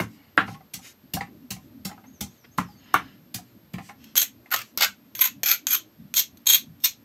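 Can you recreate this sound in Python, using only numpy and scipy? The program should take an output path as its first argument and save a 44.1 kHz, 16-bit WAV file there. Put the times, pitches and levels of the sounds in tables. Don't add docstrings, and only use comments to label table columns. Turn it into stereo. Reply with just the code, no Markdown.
import sys
import numpy as np
from scipy import signal
from scipy.fft import rfft, irfft, next_fast_len
from scipy.io import wavfile
from scipy.ndimage import map_coordinates

SR = 44100
rng = np.random.default_rng(int(sys.argv[2]) if len(sys.argv) > 2 else 0)


def generate_wav(sig):
    pcm = np.round(np.clip(np.atleast_2d(sig).T, -1, 1) * 32767).astype(np.int16)
    wavfile.write(sys.argv[1], SR, pcm)


N = 310539
SPAN = SR * 3 // 4
T = np.arange(SPAN) / SR
HZ = np.fft.rfftfreq(SPAN, 1 / SR)
TIME = np.arange(N) / SR

# frequency_hz, width_hz, level_db
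STONE_MODES = [(845, 49, -20), (1000, 49, -2), (1377, 120, 2), (1560, 130, -3), (1860, 45, -3.5),
               (2239, 81, 6), (2330, 20, 3.5), (2830, 70, -0.5), (3305, 90, -17.5)]
# frequency_hz, width_hz, level_db
SPOON_MODES = [(2470, 59, -16), (3220, 160, -0.5), (4340, 1000, -9.5), (4820, 1100, -2.5), (6440, 204, -1),
               (11630, 660, -5), (12400, 77, 6), (13370, 42, 7), (16000, 87, -11)]
# frequency_hz, level_db
CRACK_SPECTRUM = [(60, -26.5), (300, -3), (550, -12), (850, 1), (1250, 5), (1900, -2), (2900, -5.5),
                  (4000, -13.5), (5500, -32), (9000, -27.5), (15000, -30.5)]
# frequency_hz, level_db
PASTE_SPECTRUM = [(300, -18), (1000, -14), (2200, -1.5), (4000, 0.5), (6700, 3), (9500, -4), (12500, 2),
                  (15500, -5.5)]


def amp(db):
    return 10 ** (np.asarray(db) / 20)


def unit(x):
    return x / np.sqrt(np.mean(x ** 2) + 1e-20)


def burst(x):
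    energy = np.sum(x ** 2) / len(np.atleast_2d(x))
    return x * np.sqrt(SR / 100 / (energy + 1e-20))


def along(points, hz):
    f, v = np.transpose(points)
    return np.interp(np.log(hz + 1), np.log(f), v)


def wobble(rate, time=TIME):
    knots = rng.standard_normal(int(time[-1] * rate) + 4)
    return map_coordinates(knots, [time * rate])


def arch(length, start=0):
    return np.sin(np.pi * np.clip((T - start) / length, 0, 1))


def dull(hz):
    return 1 / (1 + 1j * HZ / hz)


def colour(points):
    cepstrum = irfft(np.log(amp(along(points, HZ))), SPAN)
    cepstrum[1:SPAN // 2] *= 2
    cepstrum[SPAN // 2 + 1:] = 0
    return np.exp(rfft(cepstrum))


def body(modes, detune=0., scatter_db=0.):
    response = 0
    chance = rng.standard_normal((len(modes), 2))
    for k, ((f, w, db), (shift, lift)) in enumerate(zip(modes, chance)):
        gain = (-1) ** k * amp(db + scatter_db * lift)
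        response = response + gain * 1j * HZ * w / ((f * (1 + detune * shift)) ** 2 - HZ ** 2 + 1j * HZ * w)
    return response


def through(x, response):
    return irfft(rfft(x, SPAN) * response, SPAN)


def grains(rate, spread_db):
    hit = rng.random(SPAN) < rate / SR
    sign = rng.choice([-1, 1], SPAN)
    return unit(hit * sign * amp(spread_db * np.clip(rng.standard_normal(SPAN), -2, 2)))


def diffuse(size):
    # frequency_hz, correlation (0 to 1)
    likeness = [(130, 0.91), (300, 0.83), (700, 0.33), (1500, 0.25), (3000, 0.03)]
    correlation = along(likeness, np.fft.rfftfreq(size, 1 / SR))
    turn = np.arccos(np.clip(correlation, 0, 1)) / 2
    mid, side = rfft(rng.standard_normal((2, size))) * [np.cos(turn), np.sin(turn)]
    return irfft([mid + side, mid - side], size)


def kitchen(x, near_db, wet_db, near_t60=0.026):
    # frequency_hz, t60_s
    decay_times = [(100, 0.27), (250, 0.25), (700, 0.13), (2000, 0.16), (6500, 0.16), (13000, 0.12)]
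    hz, t, bins = signal.stft(diffuse(SPAN), SR, nperseg=256)
    fading = bins * amp(-60 * t / along(decay_times, hz)[:, None])
    tail = signal.istft(fading, SR, nperseg=256)[1][:, :SPAN]
    tail = tail * (1 - np.exp(-T / 0.0055))
    near = diffuse(SPAN) * amp(-60 * T / near_t60)
    direct = burst(1. * (T == 0))
    answer = amp(near_db) * burst(near) + amp(wet_db) * burst(tail) + direct
    return through(x, rfft(answer / np.linalg.norm(answer[0])))


def add(out, s, x):
    start = max(round(s * SR), 0)
    out[:, start:start + SPAN] += x[:, :N - start]


def background(count=5):
    # frequency_hz, level_db
    rumble_spectrum = [(15, -77.5), (25, -43.5), (37, -37.5), (45, -28.5), (59, -12.5), (118, -5.5),
                       (181, -8), (210, -1), (301, -4), (492, -27), (600, -16.5), (780, -46.5),
                       (1320, -120)]
    air_spectrum = [(240, -39), (400, -4.5), (562, -7), (616, -7.5), (3020, -13.5), (4440, -14.5),
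                    (5430, -17), (11200, -27.5), (12900, -16.5), (16000, -35.5)]
    # time_s, level_db
    rumble_level = [(0, -51), (.9, -58.5), (1.85, -48), (2.3, -57.5), (2.85, -52.5), (3.6, -53.5),
                    (7.04, -56.5)]
    lump_db, lumps_per_s = 4.5, 14
    size = next_fast_len(N)
    hz = np.fft.rfftfreq(size, 1 / SR)

    def noise(points):
        return unit(irfft(rfft(diffuse(size)) * amp(along(points, hz)), size)[:, :N])

    band_of = np.digitize(hz, np.geomspace(100, 302, num=count))
    spectrum = rfft(noise(rumble_spectrum), size)
    lumps = 0
    for k in range(count + 1):
        band = irfft(spectrum * (band_of == k), size)[:, :N]
        lumps = lumps + band * amp(lump_db * wobble(lumps_per_s))
    level_db = np.interp(TIME, *np.transpose(rumble_level)) + 2.0 * wobble(6)
    rumble = amp(level_db) * unit(lumps)
    air = amp(-62) * noise(air_spectrum)
    whine_hz = 12812 + 14 * wobble(120)
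    whine = amp(-61.5) * np.sin(2 * np.pi * np.cumsum(whine_hz) / SR)
    return rumble + air + whine


def bird():
    # start_s, top_pitch_hz, level_db, fall_length_s
    calls = [(2.06, 6830, -52, 0.063), (2.289, 6900, -56.5, 0.13), (2.509, 6850, -55, 0.31),
             (2.768, 6880, -55.5, 0.022)]
    rise_s, pause_s = .038, 0.028
    rise_from, fall_to = .89, .57
    fall_glide_s, fade_db_per_s = 0.12, 24.5
    out = np.zeros((2, N))
    falling = np.maximum(T - rise_s - pause_s, 0)
    rise = np.interp(T, [0, rise_s], [rise_from, 1])
    fall = fall_to + (1 - fall_to) * np.exp(-falling / fall_glide_s)
    for s, top_hz, db, fall_s in calls:
        fall_swell = np.sqrt(np.abs(arch(fall_s, rise_s + pause_s)))
        loudness = arch(rise_s) + fall_swell * amp(-1 - fade_db_per_s * falling)
        call = loudness * np.sin(2 * np.pi * np.cumsum(top_hz * rise * fall) / SR)
        add(out, s, amp(db) * kitchen(call, near_db=-18.5, wet_db=-5.0))
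    return out


def smear(length, dull_hz):
    response = colour(PASTE_SPECTRUM) * dull(dull_hz) ** 4
    crackle = unit(through(grains(rate=20000, spread_db=-1.5), response))
    return kitchen(arch(length) * crackle, near_db=6.5, wet_db=-7)


def bump(length):
    # frequency_hz, level_db
    shuffle_spectrum = [(40, -27.5), (80, -11), (130, -3), (200, 0), (260, -0.5), (330, -24), (600, -30.5),
                        (2000, -64)]
    shift = unit(through(rng.standard_normal(SPAN), colour(shuffle_spectrum)))
    return kitchen(arch(length) * shift, near_db=-8.0, wet_db=-5.5)


def handling():
    # start_s, length_s, level_db, dull_hz (corner of each low-pass)
    smears = [(.08, 0.28, -59, 2980), (0.837, 0.047, -48, 4530), (2.438, 0.022, -46.5, 2600),
              (2.756, 0.45, -51.5, 3200), (3.971, 0.18, -53, 5530), (4.614, 0.12, -57, 16200)]
    # start_s, length_s, level_db
    bumps = [(0.417, .14, -38), (3.042, 0.034, -44), (5.345, 0.035, -47.5), (5.982, 0.08, -45.5),
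             (6.663, 0.057, -43)]
    out = np.zeros((2, N))
    for s, length, db, dull_hz in smears:
        add(out, s, amp(db) * smear(length, dull_hz))
    for s, length, db in bumps:
        add(out, s, amp(db) * bump(length))
    return out


def clunk():
    # frequency_hz, width_hz, level_db
    slab_modes = [(790, 32, 2.5), (1056, 23, -4), (1260, 37, -14), (1660, 460, -16.5), (1930, 660, -10.5)]
    crushing = grains(rate=4000, spread_db=7.5) * np.exp(-T / .008) * (1 - np.exp(-T / 0.0014))
    ring = burst(through(crushing, body(slab_modes, detune=0.029, scatter_db=3.5) * dull(5000)))
    clack = burst(through(crushing, colour(CRACK_SPECTRUM) * dull(3500) ** 3))
    return burst(kitchen(ring + amp(-7) * clack, near_db=1, wet_db=-2.5))


def rocking(count=3):
    # start_s, level_db, loss_db (per rock)
    rocks = [(.478, -33, 7.5), (1.207, -25, 26), (1.913, -39, 4.5), (2.685, -48, 13.5),
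             (3.889, -36.5, 31.5), (4.459, -48, 29)]
    gap_s, shrink = .064, 0.96
    out = np.zeros((2, N))
    for s, db, loss_db in rocks:
        for k in range(count):
            add(out, s, amp(db - loss_db * k) * clunk())
            s += gap_s * shrink ** k
    return out


def tap():
    # frequency_hz, level_db
    edge_spectrum = [(60, -2.5), (400, -5), (1200, -2), (4000, 3.5), (7000, 2), (10000, -8), (12000, 2),
                     (15500, -3)]
    tick = rng.standard_normal((2, SPAN)) * np.exp(-T / 0.0012)
    tick = burst(through(tick, colour(edge_spectrum)))
    ring = burst(through(tick, body(SPOON_MODES, detune=.014, scatter_db=2)))
    return burst(kitchen(tick + amp(1.5) * ring, near_db=-2.5, wet_db=-10, near_t60=0.048))


def rasp(skips, hollow_hz, dull_hz, ring_db, stone_db):
    # frequency_hz, level_db
    grit_spectrum = [(200, 23), (1300, -0.5), (2300, 0), (4000, 1), (6500, 2.5), (8500, -3.5),
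                     (10500, -12.5), (12500, 10), (14300, 0), (15500, 3)]
    # frequency_hz, width_hz, level_db
    rubbed_range = [(1270, 350, 0)]
    ratio = 1j * HZ / hollow_hz
    hollow = ratio ** 3 / (1 + 0.75 * ratio + ratio ** 2) / (ratio + 0.27)
    grit = unit(through(skips, colour(grit_spectrum) * hollow * dull(dull_hz)))
    ring = unit(through(skips, body(SPOON_MODES, detune=.014, scatter_db=2.5)))
    rubbed_stone = body(STONE_MODES, detune=0.068, scatter_db=6.5) * body(rubbed_range)
    stone = unit(through(skips, rubbed_stone))
    return unit(unit(grit + amp(ring_db) * ring) + amp(stone_db) * stone)


def spoon():
    # start_s, tap_db, bite_delay_s, bite_length_s, bite_db, swell_db (over the bite),
    # hollow_pitch_hz (at first), dull_hz, steel_ring_db (at first), stone_ring_db
    strokes = [(4.155, -23, 0.0031, 0.075, -17.5, -1, 2234, 11950, 1.5, -30),
               (4.506, -45, 0.005, .033, -18.5, 11.5, 1580, 4500, -4, -2.5),
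               (4.562, -24.5, 0, 0.053, -29, -3.5, 2000, 3717, -27, -10),
               (4.775, -21, 0.031, 0.042, -15, 3.5, 1830, 3180, -12.5, -4),
               (5.151, -31, 0.056, 0.066, -18, -6.5, 2200, 9030, 1, -14.5),
               (5.433, -15, 0.025, 0.092, -17.5, -3.5, 2200, 9000, 1.5, -13.5),
               (5.669, -17, 0.033, 0.052, -17, 0, 2400, 8460, 3, -15.5),
               (6.14, -20.5, 0.019, 0.044, -13.5, 2.5, 3010, 9440, 0, -28),
               (6.458, -39, 0.0084, 0.091, -13.5, 5.5, 2760, 10580, 1, -30),
               (6.802, -55.5, .035, 0.019, -9.5, -1, 3190, 9070, -4, -25.5)]
    # start_s, level_db
    catches = [(4.042, -45.5), (4.539, -23.5), (5.192, -25.5), (5.534, -25), (6.372, -49)]
    skip_db, skips_per_s = 3.5, 220
    glide_db, glide_follows = -17, 0.56
    attack_s, release_s, arch_db = 0.0021, .006, 1.5
    out = np.zeros((2, N))
    for s, tap_db, wait, length, db, swell_db, hollow_hz, dull_hz, ring_db, stone_db in strokes:
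        t = np.maximum(T - wait, 0)
        u = np.clip(t / length, 0, 1)
        glide = amp(glide_db + glide_follows * tap_db) * np.exp(-t / attack_s)
        bite_db = db + swell_db * (u - .5) + arch_db * (np.sin(np.pi * u) - .5)
        bite = amp(bite_db) * (1 - np.exp(-t / attack_s))
        press = (glide + bite) * np.exp(-np.maximum(t - length, 0) / release_s)
        skipping = amp(skip_db * wobble(skips_per_s, T))

        def skips():
            return skipping * grains(rate=3200, spread_db=5.5) * (.5 + rng.standard_normal((2, SPAN)))

        early = rasp(skips(), hollow_hz, dull_hz, ring_db, stone_db)
        late = rasp(skips(), 0.86 * hollow_hz, dull_hz, ring_db - 3, stone_db)
        scrape = press * (np.sqrt(1 - u ** 2) * early + u * late)
        add(out, s, amp(tap_db) * tap() + kitchen(scrape, near_db=2, wet_db=-4, near_t60=0.022))
    for s, db in catches:
        add(out, s, amp(db) * tap())
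    return out


def knocks():
    # start_s, level_db, contact_pitch_hz, snap_db
    contacts = [(.001, -21, 686, -42), (0.3776, -8, 1156, -43), (2.585, -17.5, 835, -45),
                (2.9421, -9, 1550, -22)]
    snap_s, chatter_s, chatter_db = .0005, .0025, 2
    out, stony = np.zeros((2, N)), colour(CRACK_SPECTRUM)
    for s, db, hz, snap_db in contacts:
        snap = through(rng.standard_normal(SPAN) * np.exp(-T / snap_s), colour(PASTE_SPECTRUM))
        add(out, s, amp(snap_db) * burst(kitchen(snap, near_db=-8, wet_db=-9)))
        ring = burst(irfft(body(STONE_MODES, detune=.008, scatter_db=4.5), SPAN))
        crack = burst(irfft(stony, SPAN))
        contact = 1 / (1 - (HZ / hz) ** 2 + 1j * 0.96 * HZ / hz) + 0.4 * dull(3 * hz)
        rattle = burst(grains(rate=9000, spread_db=0.5) * np.exp(-T / chatter_s))
        chatter = rfft(burst(1. * (T == 0)) + amp(chatter_db) * rattle)
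        knock = burst(through(amp(-6.5) * ring + crack, chatter * contact * (1 - dull(.4 * hz))))
        crushing = grains(rate=4500, spread_db=0.5) * np.exp(-T / .021)
        crunch = burst(through(crushing, stony * dull(3 * hz) * (1 - dull(hz))))
        struck = kitchen(knock + amp(-9.5) * crunch, near_db=-3.5, wet_db=-4.5, near_t60=0.047)
        add(out, s, amp(db) * burst(struck))
    return out


def pounding():
    # start_s, squelch_db, squelch_length_s, thud_db, tip_delay_s, tip_db, drag_db
    blows = [(0.0, -31, 0.014, -23.5, .045, -60, -59.5), (0.372, -39.5, 0.014, -26, .035, -31, -49),
             (.735, -26, 0.021, -39, .053, -50, -43.5), (1.135, -21, 0.011, -24, .033, -27, -82),
             (1.504, -24.5, 0.017, -31, .057, -45.5, -66), (1.848, -25.5, 0.021, -28, .045, -40, -70),
             (2.206, -23.5, 0.018, -28, .05, -51, -62.5), (2.576, -30, 0.022, -22, .045, -59, -62),
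             (2.938, -36.5, 0.0063, -31.5, .045, -31.5, -73), (3.341, -23.5, 0.018, -34, .041, -43, -65),
             (3.734, -42.5, 0.011, -25.5, .048, -33.5, -52.5)]
    # frequency_hz, width_hz, level_db
    ground_modes = [(72.3, 17, -12.5), (113, 11, -3.5), (183.4, 24, -1), (264, 52, -9.5), (360, 220, -16.5)]
    swing_lead_s, swing_s, swing_db = 0.11, 0.04354, -55
    thud_lag_s, jolt_db = .005, -11
    drag_lag_s, drag_s, drag_dull_hz = .07, .13, 15100
    out, wet = np.zeros((2, N)), colour(PASTE_SPECTRUM)
    for s, db, length, thud_db, tip_s, tip_db, drag_db in blows:
        if s > swing_lead_s:
            add(out, s - swing_lead_s, amp(swing_db) * bump(swing_s))
        u = T / max(length, .002)
        squeeze = (1 - np.exp(-u * 5)) ** 2 * np.exp(-u * 5.3)
        squelch = through(squeeze * grains(rate=12000, spread_db=7), wet)
        add(out, s, amp(db) * burst(kitchen(squelch, near_db=2, wet_db=2)))
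        push = T * np.exp(-T / 0.00041)
        thud = through(push, body(ground_modes, detune=0.011, scatter_db=-1.5))
        thud = burst(kitchen(thud, near_db=-8.5, wet_db=-4.0))
        add(out, s + thud_lag_s, amp(thud_db) * (thud + amp(jolt_db) * clunk()))
        add(out, s + tip_s, amp(tip_db) * clunk())
        add(out, s + drag_lag_s, amp(drag_db) * smear(drag_s, drag_dull_hz))
    return out


def scene():
    return background() + bird() + handling() + rocking() + spoon() + knocks() + pounding()


def record(dry):
    # frequency_hz, left_minus_right_db
    port_difference = [(100, -2), (300, 1.5), (1200, 0.1), (4000, -2), (5500, -3.5), (6800, -16),
                       (8500, -4), (10000, 2), (12000, 10), (15000, 4)]
    lead_s, ceiling, cut_hz = 6e-5, .95, 15550
    size = next_fast_len(N + SPAN)
    hz = np.fft.rfftfreq(size, 1 / SR)
    ports = amp(np.outer([.5, -.5], along(port_difference, hz)))
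    ports = ports / np.sqrt(np.mean(ports ** 2, axis=0))
    lead = np.exp(2j * np.pi * np.outer([.5, -.5], hz) * lead_s)
    picked = irfft(rfft(dry, size) * ports * lead, size)
    rounded = picked / (1 + (picked / ceiling) ** 6) ** (1 / 6)
    band = 1 / np.sqrt(1 + (hz / cut_hz) ** 180)
    return irfft(rfft(rounded) * band, size)[:, :N]


dry = scene()
out = record(dry)
generate_wav(out)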